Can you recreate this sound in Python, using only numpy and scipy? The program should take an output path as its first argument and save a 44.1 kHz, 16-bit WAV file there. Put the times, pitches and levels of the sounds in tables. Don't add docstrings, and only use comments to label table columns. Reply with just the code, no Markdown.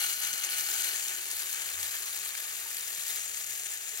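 import sys
import numpy as np
from scipy import signal
from scipy.fft import rfft, irfft, next_fast_len
from scipy.io import wavfile
from scipy.ndimage import map_coordinates

SR = 44100
rng = np.random.default_rng(int(sys.argv[2]) if len(sys.argv) > 2 else 0)


def digitize_waveform(pressure):
    field = np.atleast_2d(pressure).T
    bounded = np.clip(field, -1, 1)
    quanta = np.round(bounded * 32767).astype(np.int16)
    wavfile.write(sys.argv[1], SR, quanta)


N = 176400

# time in seconds, pitch in Hz, relative level in dB,
# relative level of the mode at three times that pitch in dB.
FUNDAMENTAL = [(0, 346.8, -67, -86), (0.8, 364.8, -65, -72), (1.5, 377.6, -65.5, -60.5),
               (2.2, 393.5, -67.5, -59), (2.8, 403.4, -68, -62.5), (4, 417, -67, -69)]


def amp(db):
    return 10 ** (np.asarray(db) / 20)


def unit(x):
    return x / np.sqrt(np.mean(x ** 2) + 1e-20)


def along(points, hz):
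    f, v = np.transpose(points)
    return np.interp(np.log(hz + 1), np.log(f + 1), v)


def curve(rows):
    return np.interp(np.arange(N) / SR, *np.transpose(rows))


def wobble(rate_hz):
    knots = rng.standard_normal(int(N * rate_hz / SR) + 4)
    return map_coordinates(knots, [np.arange(N) * rate_hz / SR])


def filtered(x, response):
    m = next_fast_len(N + SR // 4)
    return irfft(rfft(x, m) * response(np.fft.rfftfreq(m, 1 / SR)), m)[..., :N]


def low_cut(x, cut_hz):
    return filtered(x, lambda hz: hz ** 4 / (hz ** 4 + cut_hz ** 4))


def body(x, gain, size=4096):
    cepstrum = irfft(np.log(np.maximum(gain(np.fft.rfftfreq(size, 1 / SR)), 1e-6)))
    cepstrum[1:size // 2] *= 2
    cepstrum[size // 2 + 1:] = 0
    impulse = irfft(np.exp(rfft(cepstrum)))
    return signal.fftconvolve(x, impulse[None], axes=1)[:, :N]


def ticks(stream_db, seeds, rate_hz, spread_db, t60_s, rattle_db, rattle_t60_s):
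    chance, shared_size = seeds
    share = 0.84
    size = share * shared_size + np.sqrt(1 - share ** 2) * rng.standard_normal(N)
    energy = (chance < rate_hz / SR) * amp(stream_db + spread_db * np.minimum(size, np.e)) ** 2
    t = np.arange(SR // 20) / SR
    crack, rattle = amp(-60 * t / t60_s) ** 2, amp(-60 * t / rattle_t60_s) ** 2
    decay = crack / crack.sum() + amp(rattle_db) ** 2 * rattle / rattle.sum()
    power = signal.fftconvolve(energy, decay)[:N]
    return unit(np.sqrt(abs(power)) * rng.standard_normal((2, N)))


def pings(rate_hz, low_hz, high_hz, spread_db, t60_s, samples):
    draws, step = rng.random((int(rate_hz * N / SR), 5)), np.arange(samples)
    onset, pitch, size, *phases = draws.T[:, :, None]
    size_db = spread_db * np.clip(np.log(size / (1 - size)) / np.sqrt(np.pi), -np.e, np.e)
    hz = low_hz + (high_hz - low_hz) * pitch
    fade = amp(size_db) * amp(-60 * step / SR / t60_s)
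    where = ((onset * N).astype(int) + step).ravel()
    rings = [fade * np.sin(2 * np.pi * (hz * step / SR + phase)) for phase in phases]
    return unit(np.array([np.bincount(where, ring.ravel(), N)[:N] for ring in rings]))


def pile(stream_db, seeds):
    # time in seconds, relative level in dB.
    flow = [(0.0, -42), (0.01, -42.5), (0.18, -46), (0.19, -55), (0.21, -40), (0.32, -46.5), (0.335, -39.5),
            (0.36, -42.5), (0.39, -42.5), (0.41, -60), (0.43, -40), (0.8, -43), (0.83, -40.5),
            (0.92, -42.5), (1.0, -41), (1.06, -45), (1.11, -39.5), (1.15, -44), (1.98, -42.5),
            (2.02, -44.5), (3.04, -45), (3.09, -42.5), (3.28, -44), (3.38, -46), (3.68, -44), (3.88, -46),
            (4.0, -43.5)]
    # frequency in Hz, relative gain in dB.
    colour = [(40, -54), (130, -38.5), (280, -23.5), (400, -18), (520, -11.5), (680, -10.5), (850, -8.5),
              (1030, -16.5), (1250, -5.5), (1600, -1.5), (2400, 2), (3600, -5), (5000, -11), (8000, -4.5),
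              (15000, -13)]
    # centre in Hz, width in Hz, lift in dB.
    resonances = [(640, 260, 1), (870, 270, 0.5), (1769, 98, 6.5), (1800, 87, 0.5), (2430, 290, -1),
                  (2590, 230, -3), (2820, 280, 2.5)]

    def gain(hz):
        lift_db = sum(db / (1 + (2 * (hz - centre) / width) ** 2) for centre, width, db in resonances)
        return amp(along(colour, hz) + lift_db)
    hits = ticks(stream_db, seeds, rate_hz=3200, spread_db=2.5, t60_s=0.00087,
                 rattle_db=2.5, rattle_t60_s=0.057)
    return unit(body(hits, gain)) * amp(curve(flow) + 2)


def husks(stream_db, seeds):
    # time in seconds, relative level in dB.
    flow = [(0.0, -35), (0.15, -38.5), (0.46, -40.5), (0.48, -51), (0.5, -37), (0.57, -40.5), (0.6, -34.5),
            (0.61, -39.5), (0.75, -37), (1.2, -42.5), (1.37, -39), (1.49, -41), (1.54, -37), (1.55, -44),
            (1.73, -41), (1.74, -40), (1.79, -44), (1.84, -38.5), (1.85, -40.5), (2.26, -42), (2.28, -38),
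            (2.31, -44.5), (2.39, -41), (2.47, -42.5), (3.06, -42), (3.09, -38.5), (3.22, -43), (3.74, -43),
            (3.79, -47), (4.0, -42)]
    # frequency in Hz, relative gain in dB.
    colour = [(1000, -16.5), (4000, -2.5), (7000, -6), (8700, -2), (9500, -3.5), (10300, 0.5), (10900, -3),
              (11600, 1), (12400, 0), (13300, -2.5), (15000, -1.5), (16000, -3.5)]
    hits = ticks(stream_db, seeds, rate_hz=3000, spread_db=3, t60_s=0.00068,
                 rattle_db=1, rattle_t60_s=0.047)
    rings = pings(rate_hz=1600, low_hz=3470, high_hz=16130, spread_db=2.5, t60_s=0.02, samples=680)
    hits += amp(-3) * unit(amp(stream_db) * rings)
    return unit(body(hits, lambda hz: amp(along(colour, hz)))) * amp(curve(flow) + 4.5)


def wall(stream_db, seeds):
    # time in seconds, relative level in dB.
    flow = [(0.0, -48), (0.14, -37.5), (0.19, -53), (0.23, -39), (0.31, -49), (0.33, -44), (0.36, -43),
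            (0.43, -42), (0.5, -45.5), (0.83, -38.5), (0.92, -46), (0.97, -36), (1.16, -43), (2.17, -42.5),
            (2.33, -45.5), (3.05, -43), (3.16, -40), (3.3, -40), (3.46, -43), (3.71, -39), (3.73, -44),
            (3.97, -41.5), (4.0, -43)]
    # frequency in Hz, relative gain in dB.
    colour = [(2000, -42), (5400, -16.5), (6100, -6), (6700, -3.5), (7250, -0.5), (7650, -5.5),
              (8000, -13.5), (8800, -6.5), (11000, -53)]
    hits = ticks(stream_db, seeds, rate_hz=2600, spread_db=5.5, t60_s=0.0019,
                 rattle_db=-1.5, rattle_t60_s=0.032)
    return unit(body(hits, lambda hz: amp(along(colour, hz)))) * amp(curve(flow) + 1.5)


def tube_air(stream_db, seeds, hard_hits):
    # time in seconds, relative level in dB.
    hollow = [(0, -34), (.1, -36.5), (.18, -41.5), (.24, -38), (.4, -39.5), (.47, -39.5), (.65, -40.5),
              (.87, -39.8), (1.08, -43.5), (1.25, -47), (2.15, -47.5), (2.8, -53), (4, -60)]
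    # starting pitch in Hz, width in Hz, relative gain in dB, share of the fundamental's rise.
    modes = [(844, 94, -7, .6), (1469, 90, 4, 0.66), (1745, 63, -5, 0.1), (2250, 190, -0.5, 0.43),
             (2873, 140, 3, 0.71), (3247, 120, -5.5, 0.48), (4130, 87, 1.5, 0.38), (4326, 180, -0.5, 0.55),
             (6150, 280, 2, 0.33), (7480, 90, -1, .05)]
    patter = ticks(stream_db, seeds, rate_hz=3000, spread_db=3.5, t60_s=0.0013,
                   rattle_db=-2, rattle_t60_s=0.02)
    drive = patter * amp(curve(hollow)) + amp(-8.5) * hard_hits
    pitch_hz = curve(np.array(FUNDAMENTAL)[:, :2])
    out, noise_power = 0, 0
    for hz, width_hz, db, follow in modes:
        carrier = np.exp(2j * np.pi * np.cumsum(hz * (pitch_hz / pitch_hz[0]) ** follow) / SR)
        pole = np.exp(-np.pi * width_hz / SR)
        envelope = signal.lfilter([1 - pole], [1, -pole], drive * carrier.conj())
        out += amp(db) * (carrier * envelope).real
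        noise_power += amp(db) ** 2 * (1 - pole) / (1 + pole) / 2
    return low_cut(out / np.sqrt(noise_power), cut_hz=740)


def low_ring(width_hz=63, flutter_db=1.9):
    rows = np.array(FUNDAMENTAL)
    cycles = np.cumsum(curve(rows[:, :2])) / SR
    out = 0
    for multiple, column in [(1, 2), (3, 3)]:
        patter = rng.standard_normal((2, N)) + 1j * rng.standard_normal((2, N))
        band = signal.butter(2, multiple * width_hz / 2, fs=SR, output="sos")
        ring = (signal.sosfilt(band, patter) * np.exp(2j * np.pi * multiple * cycles)).real
        flutter = amp(flutter_db * wobble(rate_hz=30))
        out += unit(flutter * ring) * amp(curve(rows[:, [0, column]]))
    return out


def outdoors(level_db=-72.5, side_db=-10):
    # frequency in Hz, relative gain in dB.
    colour = [(20, -20), (38, -12), (58, 1), (85, -1.5), (105, -6), (120, 5), (140, -4), (250, -10.5),
              (1000, -25)]
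    noise = rng.standard_normal((2, N))
    mid, side = filtered(noise, lambda hz: amp(along(colour, hz)) / (1 + (hz / 1500) ** 2))
    return amp(level_db) * unit(mid + amp(side_db) * np.array([side, -side]))


def strikes(attack_s=0.00101, spray_octaves=1.5):
    # start in seconds, relative level in dB, pitch in Hz.
    hits = [(0.0295, -24.5, 6350), (0.098, -24, 4430), (0.2481, -18, 6280), (0.3299, -17.5, 6030),
            (0.338, -21, 6030), (0.438, -14.5, 7460), (0.4471, -18, 6800), (0.4682, -17.5, 7560),
            (0.4893, -21, 2950), (0.597, -22.5, 7050), (0.6075, -16.5, 7480), (0.709, -25, 7240),
            (0.845, -19, 6100), (0.996, -19, 7300), (1.082, -17.5, 6120), (1.149, -23, 6730),
            (1.183, -26, 6280), (1.313, -17, 10360), (1.4192, -21, 7600), (1.512, -21, 11900),
            (1.5281, -15, 11300), (1.6184, -23, 8530), (1.8286, -18, 10600), (1.8294, -23.5, 4320),
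            (1.8682, -22, 6800), (1.9665, -22, 7340), (2.174, -21.5, 8990), (2.2295, -30, 7300),
            (2.3509, -25, 2290), (2.6863, -23, 9340), (2.7674, -19, 10100), (2.9298, -26, 7700),
            (3.079, -23, 6500), (3.2785, -23, 7300), (3.3454, -28, 6900), (3.4665, -29, 6960),
            (3.508, -24, 7200), (3.7456, -26, 8800), (3.7733, -25.5, 6580), (3.8912, -22, 6770)]
    out, t = np.zeros((2, N + SR)), np.arange(SR // 20) / SR
    octave = np.log2(np.fft.rfftfreq(len(t), 1 / SR) + 1)

    def envelope(t60_s):
        return np.minimum(t / attack_s, 1) ** np.pi * amp(-60 * np.maximum(t - attack_s, 0) / t60_s)
    ring = amp(1) * envelope(t60_s=0.0093)
    crack = amp(1.5) * envelope(t60_s=0.0007)
    rattle = envelope(t60_s=0.018)
    for start_s, db, hz in hits:
        ping = ring * np.sin(2 * np.pi * (hz * t + rng.random((2, 1))))
        colour = 1 / (1 + ((octave - np.log2(hz)) / spray_octaves) ** 2)
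        spray = unit(irfft(rfft(rng.standard_normal((2, len(t)))) * colour, len(t)))
        out[:, round(start_s * SR):][:, :len(t)] += amp(db - 13) * (ping + spray * (crack + rattle))
    return low_cut(out[:, :N], cut_hz=1100)


def jug(rise_cycles=0.89):
    # start in seconds, level in dB, pitch in Hz, T60 in seconds.
    knocks = [(.305, -55, 150, .09), (.331, -54, 185, .08), (1.345, -62, 85, .14), (1.445, -56, 50, 0.19),
              (2.658, -47, 897, .08), (2.79, -63, 65, .14), (2.975, -58, 159, .11)]
    # centre in seconds, level in dB, pitch in Hz, half length in seconds.
    flexes = [(1.70, -68, 85, .06), (1.803, -57, 83, 0.071), (1.80, -71.5, 162, 0.061)]
    t, out = np.arange(N) / SR, 0
    for start_s, db, hz, t60_s in knocks:
        age = np.maximum(t - start_s, 0)
        swell = 1 - np.exp(-(age * hz / rise_cycles) ** 2)
        out += amp(db - 60 * age / t60_s) * swell * np.sin(2 * np.pi * hz * age)
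    for centre_s, db, hz, half_s in flexes:
        age = t - centre_s
        out += amp(db) * np.exp(-(age / half_s) ** 2) * np.sin(2 * np.pi * hz * age)
    return out


def placed(pair):
    # frequency in Hz, left-right coherence from 0 to 1.
    coherence = [(200, 0.97), (900, 0.95), (1700, 0.95), (2600, 0.42), (4300, 0.89), (6500, 0.78),
                 (7800, 0.06), (10000, 0.38), (12200, 0.26), (15000, 0.17)]
    # frequency in Hz, left over right in dB.
    balance = [(100, .5), (400, 2.3), (800, 1.6), (1600, 3.4), (3000, 5.6), (4400, 7.7), (6000, 5.9),
               (7400, 10.6), (9000, 6.3), (10500, 2.5), (12000, 0.97), (15000, 0.57)]
    # frequency in Hz, phase lead of the left in radians.
    lead = [(100, 0.5), (450, 1.21), (1000, 1.44), (1750, 2), (2400, 2), (2800, -2), (4000, -1.37),
            (5400, -1.36), (6200, 1.75), (7400, 2), (8600, 0.9), (10300, -1), (11500, 1.15), (12500, 1.5),
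            (14500, 4.5)]

    def mix(hz):
        angle = np.arccos(np.clip(along(coherence, hz), 0, 1)) / 2
        return np.array([np.cos(angle), np.sin(angle)])

    def pan(hz):
        left = amp(along(balance, hz) / 2) * np.exp(.5j * along(lead, hz))
        return np.array([left, 1 / left]) / np.hypot(abs(left), 1 / abs(left))
    shared, apart = filtered(pair, mix)
    return filtered(np.array([shared + apart, shared - apart]), pan)


def scene():
    hard_hits = strikes()
    stream_db = 0.87 * wobble(rate_hz=190) + 0.6 * wobble(rate_hz=25)
    seeds = rng.random(N), rng.standard_normal(N)
    contacts = pile(stream_db, seeds) + husks(stream_db, seeds) + wall(stream_db, seeds) + hard_hits
    air = tube_air(stream_db, seeds, hard_hits) + low_ring()
    feeder = low_cut(contacts + air, cut_hz=212)
    return np.sqrt(2) * placed(feeder) + jug() + outdoors()


def record(dry):
    return filtered(dry, lambda hz: hz < 15850)


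dry = scene()
out = record(dry)
digitize_waveform(out)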